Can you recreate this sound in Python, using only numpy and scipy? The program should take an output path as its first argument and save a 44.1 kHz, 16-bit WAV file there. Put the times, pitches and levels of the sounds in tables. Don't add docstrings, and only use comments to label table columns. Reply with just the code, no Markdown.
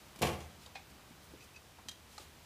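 import sys
import numpy as np
from scipy import signal
from scipy.io import wavfile
from scipy.ndimage import uniform_filter1d

SR = 44100
rng = np.random.default_rng(int(sys.argv[2]) if len(sys.argv) > 2 else 0)


def generate_wav(signal):
    frames = np.transpose(np.atleast_2d(signal))
    scaled = np.clip(frames, -1, 1) * 32767
    pcm = np.round(scaled).astype(np.int16)
    wavfile.write(sys.argv[1], SR, pcm)


def elevation(decibels):
    levels = np.asarray(decibels, float)
    return 10 ** (levels / 20)


N = 108045
T = np.arange(N) / SR


def set_rms(x, db):
    return x * elevation(db) / np.sqrt(np.mean(x ** 2))


def resonate(x, hz, width_hz):
    hz = min(hz, 0.45 * SR)
    return signal.lfilter(*signal.iirpeak(hz, hz / width_hz, fs=SR), x)


def noise_band(count, hz, width_hz):
    return resonate(rng.standard_normal(count), hz, width_hz)


def soften(x, top_hz):
    return signal.lfilter(*signal.butter(2, min(top_hz, 0.45 * SR), fs=SR), x)


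def chatter(start_s, rise_s, decay_s):
    grain_db = 1
    age_s = np.clip(T - start_s, 0, None)
    grit = rng.standard_normal(N) * elevation(grain_db * rng.standard_normal(N))
    rise = np.clip(age_s / rise_s, 0, 1)
    fall = np.exp(-np.clip(age_s - rise_s, 0, None) / decay_s)
    return grit * rise * fall


def ring(push, modes, crack_db):
    out = elevation(crack_db) * push
    for hz, width_hz, db in modes:
        out = out + elevation(db) * np.sqrt(4000 / width_hz) * resonate(push, hz, width_hz)
    return out / 2


def curve(table, hz):
    table_hz, value = np.array(table).T
    return np.interp(np.log(hz), np.log(table_hz), value)


def drift(rate_hz):
    hold = int(SR / rate_hz)
    steps = np.repeat(rng.standard_normal(N // hold + 1), hold)
    return 0.78 * uniform_filter1d(uniform_filter1d(steps, hold), hold)[:N]


def air():
    # (frequency [Hz], density [dB per Hz])
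    spectrum = [(15, -47), (25, -7), (70, -2), (416, -12.5), (988, -13.5), (1940, -17.5), (2690, -16.5),
                (14800, -29.5), (16000, -25)]
    # (frequency [Hz], width [Hz], level [dB])
    drone = (72, 17, -66.5)
    air_db, swell_db, flicker_db = -58, -1.2, 0.42
    swell = drift(1.9)
    out = 0
    for hz in 30 * 2 ** np.arange(0, 9.2, 1 / 3):
        noise = resonate(noise_band(N, hz, hz / 3), hz, hz / 3)
        gain_db = curve(spectrum, hz) + swell_db * swell + flicker_db * drift(8.64)
        out = out + elevation(gain_db) * noise
    drone_hz, width_hz, drone_db = drone
    return set_rms(out, air_db) + set_rms(noise_band(N, drone_hz, width_hz), drone_db)


def room(x):
    # (frequency [Hz], 60 dB decay time [s])
    t60 = [(70, 0.88), (250, 0.46), (1000, 0.5), (4000, 0.27), (12000, 0.4)]
    gap_s = 0.0068
    age_s = T[:SR]
    tail = 0
    for hz in 50 * 2 ** np.arange(0, 8.6, 0.5):
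        noise = resonate(noise_band(SR, hz, hz / 2), hz, hz / 2)
        tail = tail + noise * elevation(-60 * age_s / curve(t60, hz))
    tail = tail * np.clip(age_s / gap_s - 1, 0, 1)
    return signal.fftconvolve(x, tail / np.sqrt(np.sum(tail ** 2)))[:N]


def dog():
    # (time [s], level [dB], board frequency [Hz], decay [s])
    thuds = [(0.583, -53, 200, 0.015), (0.663, -55, 785, 0.024), (0.899, -57.5, 200, 0.031),
             (0.993, -61, 1110, 0.057), (1.107, -50.5, 150, .02), (1.306, -54, 154, 0.028),
             (1.334, -51.5, 330, 0.016), (1.508, -58.5, 110, 0.022), (1.784, -54, 900, 0.017),
             (1.855, -51, 200, 0.013), (2.195, -53, 350, .025)]
    # (time [s], level [dB], centre [Hz], length [s])
    strokes = [(0.633, -60.5, 3750, .03), (0.907, -65, 9000, 0.013), (1.243, -66.5, 9000, 0.023),
               (1.438, -62, 5000, 0.021), (1.796, -73, 2000, 0.0093), (2.13, -63, 5000, 0.038),
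               (2.209, -58, 4000, 0.047), (2.445, -70, 7000, 0.018)]
    rise_s = 0.0027
    out = 0
    for start_s, db, hz, decay_s in thuds:
        envelope = np.clip((T - start_s) / rise_s, 0, 1) * np.exp(-np.clip(T - start_s, 0, None) / decay_s)
        out = out + set_rms(noise_band(N, hz, hz / 2.3), db) * envelope
    for centre_s, db, hz, length_s in strokes:
        envelope = np.exp(-((T - centre_s) / length_s) ** 2)
        out = out + set_rms(noise_band(N, hz, hz), db) * envelope
    return out


def ticks():
    # (time [s], level [dB], rise [s], chatter decay [s], object index)
    events = [
        (.657, -42, 0.0063, 0.0053, 4),
        (0.751, -41.5, .005, 0.019, 1),
        (1.399, -49, 0.0083, 0.018, 3),
        (1.53, -58, .01, .02, 3),
        (1.558, -42.5, 0.0052, 0.0085, 3),
        (1.885, -36, 0.00083, 0.0066, 0),
        (1.891, -42.5, 0.0025, 0.003, 0.5),
        (1.91, -49.5, 0.0043, 0.0099, 0),
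        (2.180, -38.5, 0.00036, 0.0053, 2),
        (2.2, -57, .008, .02, 4),
    ]
    # (frequency [Hz], width [Hz], level [dB])
    claw = [(900, 390, -12), (1865, 200, -6), (2520, 730, -4.5), (3210, 87, 5.5), (3810, 180, 3.5),
            (4770, 200, -3), (6000, 300, 0), (7300, 650, -18), (4470, 6900, -2)]
    catch = [(806, 48, 0), (900, 180, -3), (1720, 290, -1.5), (2200, 140, -3.5), (2490, 130, 4),
             (3360, 500, -1), (4020, 180, -6), (4920, 1700, -11.5)]
    board = [(840, 59, 3.5), (1240, 100, 5.5), (2020, 450, -4.5), (4100, 680, 3.5), (7100, 960, -4),
             (5000, 6000, -8)]
    hinge = [(2573, 52, 2.5), (3800, 550, -8), (4700, 150, -3.5), (5900, 300, -6)]
    toe = [(800, 260, -8), (3230, 160, -1), (3700, 160, -3), (4600, 300, -0.5), (7000, 900, -4)]
    hardness_hz = [12800, 6000, 9000, 7000, 8000]
    knock_db, crack_db = 13, -14
    objects = (claw, catch, board, hinge, toe)
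    out = 0
    for start_s, db, rise_s, decay_s, index in events:
        k = int(round(index))
        knock = np.arange(N) == int((start_s + rise_s) * SR)
        push = chatter(start_s, rise_s, decay_s) + elevation(knock_db) * knock
        out = out + elevation(db) * ring(soften(push, hardness_hz[k]), objects[k], crack_db)
    return out


def flap():
    # (time [s], level [dB], brightness [Hz], chatter decay [s])
    contacts = [(0.159, -48, 12000, 0.0048), (.189, -47, 12000, 0.0092), (0.2125, -30, 344, 0.0041),
                (.218, -30.5, 14300, 0.0077), (0.2227, -26.5, 12200, 0.0044), (0.228, -23.5, 3420, 0.0073),
                (0.2311, -27, 3080, 0.0047), (.239, -32, 8000, 0.0034), (0.249, -28, 900, 0.0037),
                (0.253, -32.5, 6000, 0.0059), (0.27, -34, 7000, 0.0088), (0.289, -35, 2840, 0.0093),
                (0.331, -45.5, 4050, 0.022), (.404, -48, 8000, 0.016)]
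    # (frequency [Hz], width [Hz], level [dB])
    modes = [(76, 16, 0), (139, 35, -5), (201.7, 26, -0.5), (330, 65, -6.5), (428, 75, -4),
             (600, 150, -7.5), (706, 32, -9.5), (832, 22, -14), (1050, 63, -13), (1830, 660, -13),
             (2240, 240, -11.5), (2810, 320, -8.5), (4100, 2700, -14.5), (6200, 1600, -21)]
    rise_s, crack_db = 0.00052, 2
    panel_hz = 163
    hits = 0
    for start_s, db, top_hz, decay_s in contacts:
        push = soften(chatter(start_s, rise_s, decay_s), top_hz)
        hits = hits + elevation(db) * np.sqrt(1 + 6000 / top_hz) * push
    thin = signal.lfilter(*signal.butter(1, panel_hz, "high", fs=SR), hits)
    return ring(thin, modes, crack_db)


def scene():
    flap_room_db, small_room_db = -4, -12
    slam = flap()
    small = ticks() + dog()
    echoes = room(elevation(flap_room_db) * slam + elevation(small_room_db) * small)
    return (air() + echoes + small + slam)[None]


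def roll_off(x):
    return signal.sosfilt(signal.butter(12, 16380, fs=SR, output="sos"), x)


def record(dry):
    bass_hz, top_hz, limit = 45, 15280, 0.12
    mic = signal.sosfilt(signal.butter(2, bass_hz, "high", fs=SR, output="sos"), dry)
    mic = limit * np.tanh(mic / limit)
    mic = signal.sosfilt(signal.ellip(10, 0.3, 40, top_hz, fs=SR, output="sos"), mic)
    return roll_off(mic)


dry = scene()
out = record(dry)
generate_wav(out)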